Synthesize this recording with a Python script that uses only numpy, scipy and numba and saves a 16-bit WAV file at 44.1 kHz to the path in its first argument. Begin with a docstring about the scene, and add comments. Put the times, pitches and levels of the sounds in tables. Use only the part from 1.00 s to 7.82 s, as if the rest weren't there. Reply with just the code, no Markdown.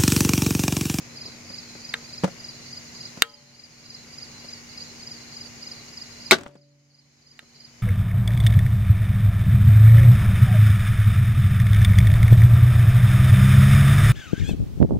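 """A crossbow is readied and fired in a yard full of crickets.
Crickets sing throughout as gliding tones, over coloured noise for air, woods and hiss, a whirr and a hum.
The stock is bumped (damped modes and scuffing noise) and a catch snaps (a noise crack and damped modes).
Then the latch lets go, the string slams home, parts rattle and the bolt hits a target: noise bursts and modes.
A limiter ducks the insects after the loudest blows and lets them swell back."""
import sys
import numpy as np
from scipy import signal
from scipy.fft import rfft, irfft
from scipy.io import wavfile
from numba import njit

SR = 44100
rng = np.random.default_rng(int(sys.argv[2]) if len(sys.argv) > 2 else 0)


def store_pcm(level_fs):
    """Save levels as 16-bit WAV."""
    pcm = np.round(np.clip(level_fs, -1, 1) * 32767).astype(np.int16)
    wavfile.write(sys.argv[1], SR, np.atleast_2d(pcm).T)


N = 300762  # length [samples]

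# Chirps of the near cricket: (centre of the last stroke [s], softness of the first stroke re the last [dB])
CHIRP_TIMES = [(.263, -3), (.588, -4.5), (.896, -14), (1.183, -12), (1.492, -8), (1.777, -13), (2.057, -7),
               (2.344, -25), (2.642, -18), (2.95, -7), (3.230, -7), (3.535, -14), (3.825, -12), (4.119, -5),
               (4.415, -10), (4.719, -1.5), (5.021, -10), (5.31, -10), (5.620, -12), (5.994, -12),
               (6.316, -18), (6.651, -9)]
# Interchannel coherence of the open air: (frequency [Hz], left-right likeness [-1 to 1])
AIR_COHERENCE = [(60, 1), (250, 0.65), (640, 0.14), (1400, 0.2), (3100, 0.3), (7000, -0.044),
                 (15000, 0.066)]
# Balance of the shot and the stock: (frequency [Hz], left minus right [dB])
SHOT_BALANCE = [(60, -2), (110, 1.5), (200, -4.5), (380, 5.5), (700, 8), (1290, 1.5), (2380, 1.5),
                (4400, -0.5), (8120, -2), (15000, -1.5)]


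def amp(db):
    """Level definition: decibels to an amplitude ratio."""
    return 10 ** (np.asarray(db) / 20)


def evened(x):
    """Normalization by effective value: scale to an rms of 1."""
    return x / np.sqrt(np.mean(x ** 2) + 1e-20)


def read(points, hz):
    """Logarithmic frequency scale: interpolate a table of (frequency [Hz], value) along it."""
    f, value = np.transpose(points)
    return np.interp(np.log(hz + 1), np.log(f + 1), value)


def add(mix, s, sound):
    """Linear superposition: add a sound to the mix, starting at s seconds."""
    part = mix[:, max(round(s * SR), 0):][:, :sound.shape[1]]
    part += sound[:, :part.shape[1]]


def panned(db):
    """Interchannel level difference: left and right gains that differ by db."""
    return amp(np.array([np.atleast_1d(db), -np.atleast_1d(db)]) / 2)


def dying(t, t60):
    """Exponential decay: the amplitude falls by 60 dB in t60 seconds."""
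    return np.exp(-np.log(1000) * t / t60)


def noise(spectrum, same, size, side=None):
    """Partially coherent noise: shared and independent parts are mixed by frequency, with a joint rms of 1."""
    hz = np.fft.rfftfreq(size, 1 / SR)
    shared, independent = rfft(rng.standard_normal((2, size)))
    coherence = np.clip(read(same, hz), -1, 1)
    right = coherence * shared + np.sqrt(1 - coherence ** 2) * independent
    spectra = np.array([shared, right]) * amp(read(spectrum, hz))
    if side:
        spectra = spectra * panned(read(side, hz))
    return evened(irfft(spectra, size))


def burst(spectrum, t60, hold=0, rise=0.000088, side=SHOT_BALANCE):
    """Broadband impact noise: it rises, holds while the parts chatter, and decays; times in s, 0.25 s in all."""
    # coherence of the bow's noise: (frequency [Hz], left-right likeness [-1 to 1])
    bow_coherence = [(60, 0.8), (300, 0.76), (700, .75), (1400, 0.18), (3100, 0.16), (7000, 0.61),
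                     (15000, 0)]
    t = np.arange(SR // 4) / SR
    onset = 1 - np.exp(-t / rise)
    decay = dying(np.maximum(t - hold, 0), t60)
    return noise(spectrum, bow_coherence, len(t), side) * onset * decay


def ring(modes, lag, size=SR, side=SHOT_BALANCE, hold=0, rise=.00005, low_hz=110):
    """Modal superposition: damped modes of alternating sign, driven for hold seconds, lag seconds late on the left."""
    t = np.maximum(np.arange(size) / SR - np.array([[lag], [0]]), 0)
    free = np.maximum(t - hold, 0)
    motion = 0
    for k, (hz, db, t60) in enumerate(modes):
        gain = (-1) ** k * amp(db) * panned(read(side, hz))
        motion = motion + gain * dying(free, t60) * np.sin(2 * np.pi * hz * t)
    motion = motion * (1 - np.exp(-t / rise))
    # small parts radiate little deep bass
    radiation = signal.butter(2, low_hz, "high", fs=SR, output="sos")
    return signal.sosfilt(radiation, motion)


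def drift(rate):
    """Random fluctuation of rms 1: straight lines between random values, rate values a second."""
    knots = rng.standard_normal(int(N / SR * rate) + 2)
    return evened(np.interp(np.arange(N) / SR * rate, np.arange(len(knots)), knots))


def yard(x):
    """Diffuse scattering from trees and porch: a thin noise tail with a decay time for each frequency."""
    # (frequency [Hz], decay time t60 [s])
    yard_decay = [(100, 0.56), (600, 0.51), (2000, .24), (6000, .2), (15000, 0.32)]
    hz, t, z = signal.stft(rng.standard_normal((2, SR * 3 // 4)), SR, nperseg=256)
    decay = dying(t, read(yard_decay, hz)[:, None]) * (t > .004)
    tail = signal.istft(z * decay, SR, nperseg=256)[1]
    return signal.fftconvolve(x, tail / np.linalg.norm(tail[0]), axes=1)[:, :N]


def porch(x, t60=.075):
    """Early reflection: dense echoes from nearby boards, duller than the blow."""
    t = np.arange(SR // 8) / SR
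    boards = [(100, -0.5), (1500, 2.5), (4000, -7.5), (14000, -12)]  # (frequency [Hz], relative level [dB])
    taps = noise(boards, AIR_COHERENCE, len(t)) * dying(t, t60) * (t > .004)
    return signal.fftconvolve(x, taps / np.linalg.norm(taps[0]), axes=1)[:, :N]


def background():
    """Noise and periodic sources: outdoor air, a whirr and breathy whine on the left, hiss, a distant machine's hum."""
    # spectra of air, fine hiss and a faint whirr, probably a lens drive: (frequency [Hz], relative level [dB])
    air_spectrum = [(20, -14), (45, -11.5), (80, -5), (135, 2.5), (190, -6), (400, -7.5), (700, -11),
                    (1500, -16.5), (2600, -19.5), (3300, -20), (6000, -41.5)]
    hiss_spectrum = [(2500, -18), (5000, -4.5), (8300, -1.5), (9500, 5), (10700, -0.5), (12500, -1),
                     (16000, -10)]
    whirr_spectrum = [(700, -18), (1120, -7), (1270, -14), (1450, -3.5), (1630, -8), (2000, 1), (2280, 0.5),
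                      (2580, -4), (2850, -6.5), (3100, -11.5), (3600, -14), (5000, -35.5)]
    # the whine's pitch, gliding between these points: (time [s], pitch [Hz])
    whine_pitch = [(1.23, 2520), (1.28, 2848), (5.31, 2847), (5.5, 3006)]
    whirr_db, whine_db = -60, -69.5

    air = amp(-49.5) * noise(air_spectrum, AIR_COHERENCE, N) * panned(1) * amp(0.25 * drift(5.1))

    pitch = np.interp(np.arange(N) / SR, *np.transpose(whine_pitch))
    phase = 2 * np.pi * np.cumsum(pitch) / SR
    # two randomly modulated quadrature carriers make a narrow band of noise
    whine = evened(drift(190) * np.cos(phase) + drift(190) * np.sin(phase))
    whirr = amp(whirr_db) * noise(whirr_spectrum, AIR_COHERENCE, N)
    drive = (whirr + amp(whine_db) * whine) * panned(21)

    hiss = amp(-62.5) * noise(hiss_spectrum, AIR_COHERENCE, N)

    # the hum is the 4th and 5th harmonic of an unsteady rotation
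    turns = np.cumsum(59.25 * (1 + .0015 * drift(3))) / SR
    hum = amp(-50.5) * np.sin(2 * np.pi * 4 * turns) + amp(-65.0) * np.sin(2 * np.pi * 5 * turns)
    waver = amp(.6 * drift(2))
    return air + drive + hiss + hum * waver


def wing_stroke(hz, sag_per_s=12.0, width=.006, tail_db=-14, octave_db=-30):
    """Stridulation: one scrape of the file, centred in 70 ms, a tone that holds, then sags as the wing slows."""
    t = np.arange(-.035, .035, 1 / SR)
    lateness = np.hypot(np.maximum(t - .001, 0), .006) - .006
    pitch = hz * (1 - sag_per_s * lateness)
    level = np.exp(-(t / width) ** 2) + amp(tail_db) * np.exp(-((t - .011) / 0.015) ** 2)
    # the right channel leads by 1.7 rad
    phase = 2 * np.pi * np.cumsum(pitch) / SR + np.array([[0], [1.7]])
    return level * (np.sin(phase) + amp(octave_db) * np.sin(2 * phase))


def near_cricket(pitch_hz=4920):
    """Pulse-train song: three wing strokes to a chirp, swelling quickly from a soft first one."""
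    chirp_db, stroke_gap_s = -31.5, .044
    softness_kept = 0.11  # share of the softness in dB left at each next stroke
    out = np.zeros((2, N))
    for s, opening_db in CHIRP_TIMES:
        for k in range(3):
            stroke = wing_stroke(pitch_hz * (1 + 0.0016 * rng.standard_normal()))
            gain = amp(chirp_db + opening_db * softness_kept ** k) * panned(rng.normal(-1.4, 1.7))
            start = s - (2 - k) * stroke_gap_s - stroke.shape[1] / SR / 2
            add(out, start, gain * stroke)
    return out


def far_crickets(times, hz, spread_hz, scatter, count):
    """Incoherent summation: faint strokes from all sides, scattered in s around the times, blurred by trees."""
    out = np.zeros((2, N))
    for s in times:
        for late, detune, size, side in rng.standard_normal((count, 4)):
            pitch = hz + spread_hz * detune
            stroke = wing_stroke(pitch, sag_per_s=4., tail_db=-8.0, octave_db=-21.0) * panned(6 * side)
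            swapped = stroke[::rng.choice([-1, 1])]  # left and right change places at random
            add(out, s + scatter * late - stroke.shape[1] / SR / 2, amp(2 * size) * swapped)
    return evened(out + 0.45 * yard(out))


def insects():
    """Chorus by superposition: a near cricket, neighbours in step, a lower group and the buzz of the woods."""
    # spectrum of the woods' buzz: (frequency [Hz], relative level [dB])
    chorus_spectrum = [(3000, -42), (3600, -10), (4000, -3.5), (4700, 1), (5300, 2), (5800, -2), (6500, 3),
                       (7400, -3), (7800, -19.5), (9000, -46)]
    # balance of the woods: (frequency [Hz], left minus right [dB])
    woods_balance = [(60, -1.5), (110, -4), (200, 7.5), (380, 13.5), (700, 7.5), (1290, 0), (2380, 9.5),
                     (4400, -3.5), (8120, -2.5), (15000, 3)]
    near = near_cricket()
    neighbour_times = [row[0] - .03 for row in CHIRP_TIMES]
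    neighbours = amp(-51) * far_crickets(neighbour_times, 4620, 130, 0.065, count=20)
    # the far, lower crickets swell together at a beat of their own
    first_swell_s, swell_period_s = .24, .449
    swells = np.arange(first_swell_s, N / SR, swell_period_s)
    lower = amp(-55.5) * far_crickets(swells, 4170, 80, .07, count=36)
    flutter = amp(.4 * drift(6.5) + .6 * drift(70))
    woods = amp(-48) * noise(chorus_spectrum, AIR_COHERENCE, N, woods_balance) * flutter
    return near + amp(-15.0) * yard(near) + (neighbours + lower) * panned(-3.5) + woods


def handling():
    """Impact excitation and friction: the catch snaps and rings the frame; hands bump and scuff the stock."""
    # catch snaps: (time [s], level [dB], crack re level [dB], hardness [dB per octave], left minus right [dB])
    snaps = [(0.9381, -26.5, -5.5, 1, 4.5), (0.94, -14.5, -12, -4, 2), (2.2213, 3, 2.5, 2.5, 1.5),
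             (6.3916, -19.5, -8, -3, -2.5)]
    # bumps on the stock: (time [s], level [dB])
    bumps = [(.254, -44), (.280, -40.5), (.345, -46), (0.502, -38.5), (.751, -39), (1.2349, -13.5),
             (1.241, -8.5), (1.277, -28), (2.172, -34), (3.444, -38.5), (5.553, -15.5), (6.426, -39.5)]
    # modes of the catch, short in its body and long in the frame, before hardness:
    # (frequency [Hz], level [dB], decay time t60 [s])
    catch_modes = [(639.6, -30, .03), (913, -21, .025), (1124, -17, 0.015), (1400, -10.5, 0.022),
                   (1590, -7.5, 0.024), (1865, 0, 0.017), (2290, -4, 0.018), (2830, -3.5, 0.019),
                   (3120, -9.5, 0.015), (3697, -2.5, 0.021), (4120, -5.5, 0.015), (4520, -15, 0.025),
                   (137, -51.5, 3.5), (463, -34, 0.23), (583, -49.5, 1.2), (846, -49, 0.72),
                   (1020, -42.5, 0.47), (1275, -28.5, .23), (1400, -38.5, 0.16), (3095, -49.5, 0.85),
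                   (3252, -37, 0.22)]
    # modes of the stock: (frequency [Hz], level [dB], decay time t60 [s])
    stock_modes = [(180.9, -4.5, 0.11), (281, -4, 0.03), (550, -6, 0.046), (813, -19, .05), (993, -15, .04),
                   (1430, -20, 0.09)]
    # spectra of the bright crack and of the scuffing hand: (frequency [Hz], relative level [dB])
    crack_spectrum = [(60, -19), (600, -11), (2000, 0.5), (4300, 0.5), (5400, -12.5), (6700, -8),
                      (7700, -1.5), (11000, -15), (13200, -9.5), (15000, -18.5)]
    scuff_spectrum = [(25, -22), (100, -18), (200, 8), (550, 1), (1000, -6), (2000, -9.5), (4000, -18.5),
                      (7000, -20), (15000, -41.5)]
    # balance of the catch, before each snap's own: (frequency [Hz], left minus right [dB])
    snap_balance = [(200, 2), (400, 8), (700, 12.5), (1300, 1.5), (2400, -2.5), (4400, -5.5), (15000, -3)]

    out = np.zeros((2, N))
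    for s, db, crack_db, hardness, side_db in snaps:
        # hardness tilts the modes above 1900 Hz
        modes = [(hz, mode_db + hardness * np.log2(max(hz / 1900, 1)), t60)
                 for hz, mode_db, t60 in catch_modes]
        ringing = ring(modes, lag=.00005, size=2 * SR, side=snap_balance)
        crack = burst(crack_spectrum, t60=.014, side=snap_balance)
        add(out, s, amp(db) * panned(side_db) * ringing)
        add(out, s, amp(db + crack_db) * panned(side_db) * crack)

    # light touches are mostly scuff: its level for a 0 dB bump [dB], its growth [dB per dB]
    scuff_db, scuff_growth = -8, 0.79
    stock = ring(stock_modes, lag=0.00015, low_hz=60)
    for s, db in bumps:
        scuff = burst(scuff_spectrum, t60=0.056, rise=0.0012)
        add(out, s, amp(db) * stock)
        add(out, s, amp(scuff_db + scuff_growth * db) * scuff)
    return out


def shot():
    """Release of elastic energy: the latch cracks, the string slams into its stops, parts rattle, the bolt lands."""
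    # loose parts rattling after the shot: (time [s], level [dB])
    rattles = [(5.386, -5), (5.411, -7.5), (5.4348, -8), (5.4740, -16), (5.4805, -16), (5.5442, -28)]
    # modes of limbs and string after the release: (frequency [Hz], level [dB], decay time t60 [s])
    limb_modes = [(165, -17.5, .16), (232, -10, 0.13), (377, -0.5, 0.036), (438, -13.5, .1),
                  (657, -12.5, 0.085), (823, -14, 0.047), (1163, -10, .07), (1335, -15, 0.062),
                  (1470, -14.5, .08), (1645, -14.5, .07), (2210, -13, .06), (3820, -11, 0.063),
                  (4360, -14, 0.033), (5700, -16, .06), (142, -35.5, 2.2), (290, -46, 2.1),
                  (578, -31.5, 0.92)]
    # spectra of the blows: (frequency [Hz], relative level [dB])
    latch_spectrum = [(35, -51.5), (60, -24.5), (416, -22.5), (1650, -13.5), (2130, 1.5), (3240, -15),
                      (3900, -3.5), (5040, -16.5), (7150, -15), (8820, -18), (10900, -32.5), (14100, -26),
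                      (15800, -41.5)]
    slam_spectrum = [(30, -16.5), (120, -14), (230, -12), (600, 4.5), (950, -3.5), (1400, 5), (2200, -2.5),
                     (3000, -2.5), (3900, 0.5), (5200, -6.5), (8000, -15.5), (12000, -24.5), (16000, -30)]
    clatter_spectrum = [(60, -9.5), (150, 6.5), (450, -1.5), (800, -5.5), (1600, -8), (3000, -13.5),
                        (6000, -19.5), (15000, -38)]
    tick_spectrum = [(200, -7), (1500, 9), (3000, -1), (5000, -2.5), (7800, 3), (10500, -22), (16000, -23)]
    target_spectrum = [(80, 2), (180, 5), (600, 2), (1500, -2), (3000, -10.5), (6000, -34), (15000, -40)]

    out = np.zeros((2, N))
    add(out, 5.3103, amp(13.5) * burst(latch_spectrum, t60=0.019, hold=0.0054, rise=0.00066))
    add(out, 5.3155, amp(13.0) * burst(slam_spectrum, t60=0.077, hold=0.017, rise=0.0015))
    add(out, 5.3175, amp(13.0) * ring(limb_modes, lag=.00008, size=2 * SR, hold=0.017, rise=.002))
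    # the limbs swing to and fro at 40 Hz and shake the fittings on every swing
    clatter = burst(clatter_spectrum, t60=.38, rise=.004)
    swing = np.sin(2 * np.pi * 40 * np.arange(clatter.shape[1]) / SR)
    add(out, 5.3575, amp(-9.0) * clatter * amp(3 * swing))
    for s, db in rattles:
        add(out, s, amp(db) * burst(tick_spectrum, t60=0.0082))
    add(out, 5.4620, amp(-0.5) * burst(target_spectrum, t60=0.025, rise=0.0011))
    return out


def scene():
    """Direct and reflected sound: the bow with its porch and yard echoes, the insects and the background."""
    bow = handling() + shot()
    reflected = amp(-19.5) * porch(bow) + amp(-28.0) * yard(bow)
    return bow + reflected + insects() + background()


@njit
def follow(x, attack, release):
    """First-order relaxation: moves towards x by the share attack when rising, release when sinking."""
    out, state = np.zeros(len(x)), 0.
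    for i in range(len(x)):
        state += (x[i] - state) * (attack if x[i] > state else release)
        out[i] = state
    return out


def record(dry, threshold_db=-8, recovery_db_per_s=17, attack=0.0004, release=0.26, window=0.00092):
    """Dynamic range limiting: fast clamp, slow recovery, clipped peaks and a band limit; time constants in s."""
    edge_hz = 15900
    r = np.exp(-1 / (window * SR))
    power = signal.lfilter([1 - r], [1, -r], (dry ** 2).mean(0))
    power_db = 10 * np.log10(power + 1e-12)
    # hold each peak level, falling at the recovery rate
    fall = np.arange(N) / SR * recovery_db_per_s
    held_db = np.maximum.accumulate(power_db + fall) - fall
    over_db = np.maximum(held_db - threshold_db, 0)
    reduction_db = follow(over_db, 1 / (attack * SR), 1 / (release * SR))
    ducked = np.clip(dry / amp(reduction_db), -1, 1)
    lowpass = signal.firwin(511, edge_hz, window=("kaiser", 9), fs=SR)
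    return signal.oaconvolve(ducked, lowpass[None], "same")


dry = scene()
out = record(dry)
store_pcm(out)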